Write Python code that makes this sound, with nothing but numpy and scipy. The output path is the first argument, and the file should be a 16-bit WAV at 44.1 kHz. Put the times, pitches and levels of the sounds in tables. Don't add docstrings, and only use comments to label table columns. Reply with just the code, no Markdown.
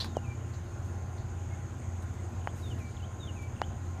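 import sys
import numpy as np
from scipy import signal
from scipy.fft import rfft, irfft, next_fast_len
from scipy.io import wavfile
from scipy.ndimage import uniform_filter1d, map_coordinates

SR = 44100
rng = np.random.default_rng(int(sys.argv[2]) if len(sys.argv) > 2 else 0)


def dump(signal):
    limited = np.clip(np.atleast_2d(signal).T, -1, 1)
    pcm = np.round(limited * 32767).astype(np.int16)
    wavfile.write(sys.argv[1], SR, pcm)


N = 176400
T = np.arange(N) / SR


def amp(db):
    return 10 ** (np.asarray(db) / 20)


def unit(x):
    return x / np.sqrt(np.mean(x ** 2) + 1e-20)


def wobble(rate):
    points = rng.standard_normal(int(N * rate / SR) + 4)
    return map_coordinates(points, [T * rate], mode="nearest")


def filtered(x, response):
    size = next_fast_len(N + 8192)
    return irfft(rfft(x, size) * response(np.fft.rfftfreq(size, 1 / SR)), size)[:N]


def noise(spectrum, patchy_db):
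    cells = signal.stft(rng.standard_normal(N), nperseg=512)[2]
    patches = uniform_filter1d(rng.standard_normal(cells.shape), size=5, axis=0)
    patches = uniform_filter1d(patches, size=12, axis=1)
    patchy = signal.istft(cells * amp(patchy_db * unit(patches)), nperseg=512)[1][:N]
    f, db = np.transpose(spectrum)
    return unit(filtered(patchy, lambda hz: amp(np.interp(np.log(hz + 1), np.log(f), db))))


def add(track, s, x):
    i = max(0, round(s * SR))
    track[i:i + len(x)] += x[:max(0, N - i)]


def outdoors(x, echo_db, t60):
    t = T[:SR // 2]
    tail = rng.standard_normal(len(t)) * amp(-60 * t / t60) * (1 - np.exp(-t / 0.021))
    return x + amp(echo_db) * signal.fftconvolve(x, tail / np.linalg.norm(tail))[:N]


def air():
    # f/Hz, relative level/dB
    spectrum = [(15, -85), (30, -77), (55, -66.5), (90, -63), (125, -63.5), (160, -72), (220, -73),
                (275, -76.5), (345, -74.5), (440, -82.5), (620, -81.5), (800, -80), (900, -85.5),
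                (1000, -84), (1170, -88.5), (1430, -86.5), (1700, -91), (2400, -95.5), (4000, -103.5),
                (5600, -106.5), (8000, -108), (9600, -113), (13500, -115), (15300, -119)]
    return amp(-42.5 + 0.39 * wobble(2.75)) * noise(spectrum, patchy_db=1.5)


def hum(hz, tones, drift, flutter_db):
    phase = 2 * np.pi * np.cumsum(hz * (1 + drift * wobble(1.995))) / SR
    out = np.zeros(N)
    for multiple, db in tones:
        level = np.sqrt(2) * amp(db + flutter_db * wobble(4.966))
        out += level * np.sin(round(multiple) * phase + rng.uniform(0, 2 * np.pi))
    return out


def machines():
    # multiple of the turning speed, level/dB
    engine = [(4, -54), (5, -41), (6, -49), (7, -52)]
    # multiple of the turning speed, level/dB
    compressor = [(4, -61), (6, -64), (8, -70.5), (14, -66.5), (18, -67), (24, -71.5)]
    compressor_hum = [(1, -50)]
    return (hum(17.5, engine, drift=0.00413, flutter_db=1.5)
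            + hum(58.54, compressor, drift=0.001, flutter_db=3.5)
            + hum(119.3, compressor_hum, drift=0.001, flutter_db=3.5))


def insect_chorus():
    # f/Hz, relative level/dB
    spectrum = [(4500, -58), (5700, -18), (6050, -6), (6400, 3.5), (6850, 2.5), (7300, -3.5), (7800, -13.5),
                (8800, -15.5), (9500, -34), (12000, -63)]
    return amp(-62 + 1.2 * wobble(24.44)) * noise(spectrum, patchy_db=1.13)


def rub(strokes, spectrum, grain_db):
    level = np.zeros(N)
    for s, rise, fall, db in strokes:
        fade = np.exp(-np.maximum(T - s - rise, 0) / fall)
        level += amp(db) * np.clip((T - s) / rise, 0, 1) * fade
    return level * unit(noise(spectrum, patchy_db=1.4) * amp(grain_db * wobble(500)))


def hand_rubbing():
    # t/s, rise/s, fall/s, level/dB
    rasps = [(0, .004, .026, -33.5), (.528, .012, .03, -60), (1.17, .012, .035, -61), (2.83, .07, .12, -66)]
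    shifts = [(.02, 0.042, 0.13, -50.5), (2.0, 0.088, 0.22, -55), (2.62, 0.13, 0.21, -49.5),
              (3.1, 0.1, 0.57, -54)]
    scuffs = [(.042, 0.0033, 0.014, -39.5), (2.66, 0.03, .1, -60), (2.78, 0.0073, .01, -52)]
    brushes = [(.83, .03, .03, -66), (2.02, 0.004, .012, -59), (2.13, 0.0081, .02, -68),
               (2.51, 0.076, .16, -62), (2.785, .01, 0.018, -67), (3.415, 0.0095, 0.017, -63)]
    # f/Hz, relative level/dB
    rasp_tone = [(300, -20), (1000, -10), (2000, -15), (2900, -12), (3600, -3), (4350, 1), (5100, -6),
                 (6200, -20), (10000, -26), (15000, -33)]
    shift_tone = [(40, -28), (110, -18.5), (210, 0), (340, -3.5), (550, -21), (2000, -47)]
    scuff_tone = [(100, -37), (220, 4), (450, -14.5), (1000, 1), (2000, -13), (5000, -16.5), (15000, -28.5)]
    brush_tone = [(500, -8), (3000, 3), (7000, 2), (12500, -1), (15000, -4)]
    return (rub(rasps, rasp_tone, grain_db=1) + rub(shifts, shift_tone, grain_db=0.5)
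            + rub(scuffs, scuff_tone, grain_db=3.5) + rub(brushes, brush_tone, grain_db=1))


def sing(notes, calls):
    out = np.zeros(N)
    for s, db, ratio, swell in calls:
        for delay, length, start, middle, end, note_db in notes:
            progress = np.linspace(0, 1, int(length * SR))
            slide = np.polyfit([0, .5, 1], [start, middle, end], 2)
            hz = ratio * np.polyval(slide, progress)
            level = amp(db + note_db + swell * delay) * np.sqrt(2) * np.sin(np.pi * progress)
            add(out, s + delay, level * np.sin(2 * np.pi * np.cumsum(hz) / SR))
    flicker = amp(2.75 * wobble(130))
    return outdoors(out * flicker, echo_db=-13, t60=0.25)


def birds():
    # delay/s, length/s, start f/Hz, middle f/Hz, end f/Hz, relative level/dB
    whistle = [(0, 0.08, 3910, 3640, 3470, -6), (.077, 0.046, 3350, 2930, 2740, -1.5),
               (.162, 0.041, 2690, 2520, 2350, -10.5), (.17, 0.13, 2400, 2313, 2340, -7)]
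    peep = [(0, .06, 2130, 2160, 2120, 0)]
    twitter = [(0, .018, 4130, 3020, 2630, -0.5), (.028, 0.02, 3300, 2850, 2680, -3),
               (.055, .045, 3150, 3090, 4090, 0.5)]
    # t/s, level/dB, pitch ratio, swell from note to note/(dB per s)
    whistle_calls = [(0.073, -59.5, 1.018, 75), (2.62, -49, 1.003, -6), (3.193, -47, 0.999, -15)]
    peep_calls = [(1.5, -60.5, 1.0, 0), (2.16, -63, .95, 0)]
    twitter_calls = [(2.409, -65, 1.0, 110), (2.965, -55.5, 1.0, 22), (3.556, -55, 0.96, 18)]
    return sing(whistle, whistle_calls) + sing(peep, peep_calls) + sing(twitter, twitter_calls)


def bumps():
    # t/s, knock peak/dB, muffled above f/Hz, pitch ratio, tick against knock/dB, tick f/Hz
    pushes = [(0.1688, -16.5, 800, 0.81, -16.5, 6200), (2.4736, -17, 2110, 1.06, -24, 5500),
              (3.6171, -14, 1640, 1.05, -11.5, 4220)]
    # f/Hz, relative level/dB, time to fade by 60 dB/s
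    body = [(397, -19, 0.017), (576, -7.5, 0.013), (761, 8.5, 0.0088), (1160, 4.5, 0.0021),
            (1650, 1, 0.0038)]
    tick_t60, rise_cycles = 0.00063, 1.1
    out, t = np.zeros(N), T[:SR // 20]
    for s, db, soft_hz, ratio, tick_db, tick_hz in pushes:
        ring = sum(amp(level - 60 * t / t60) * np.cos(2 * np.pi * ratio * hz * t)
                   for hz, level, t60 in body)
        knock = signal.sosfilt(signal.butter(4, soft_hz, fs=SR, output="sos"), ring)
        tick_rise = 1 - np.exp(-t * tick_hz / rise_cycles)
        tick = tick_rise * amp(-60 * t / tick_t60) * np.sin(2 * np.pi * tick_hz * t)
        bump = knock / np.abs(knock).max() + amp(tick_db) * tick / np.abs(tick).max()
        add(out, s, amp(db) * bump)
    return outdoors(out, echo_db=-21.5, t60=0.033)


def near_insects():
    # f/Hz, width/Hz, one chirp at t/s, period/s, chirp length/s, loudest at t/s,
    # fade time/s, level/dB
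    chirpers = [(8780, 460, .93, .22, 0.059, 2.3, 1.6, -72.5), (8330, 330, 1.14, 0.35, 0.11, 2.4, 1.1, -74),
                (7730, 300, 1.8, .06, 0.036, 2.2, .6, -71)]
    out = np.zeros(N)
    for hz, width, chirp_at, period, length, loudest_at, fade, db in chirpers:
        hiss = unit(filtered(rng.standard_normal(N), lambda f: np.exp(-2 * ((f - hz) / width) ** 2)))
        uneven_time = T + .008 * wobble(6.3)
        from_chirp = (uneven_time - chirp_at + period / 2) % period - period / 2
        pulses = np.exp(-(2 * from_chirp / length) ** 4)
        swell = np.exp(-.5 * ((T - loudest_at) / fade) ** 2)
        out += amp(db + .8 * wobble(12)) * hiss * pulses * swell
    return out


def scene():
    background = air() + machines() + insect_chorus()
    return (background + hand_rubbing() + birds() + bumps() + near_insects())[None]


def record(dry):
    top_hz = 15330
    return np.array([filtered(x, lambda hz: hz < top_hz) for x in dry])


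dry = scene()
out = record(dry)
dump(out)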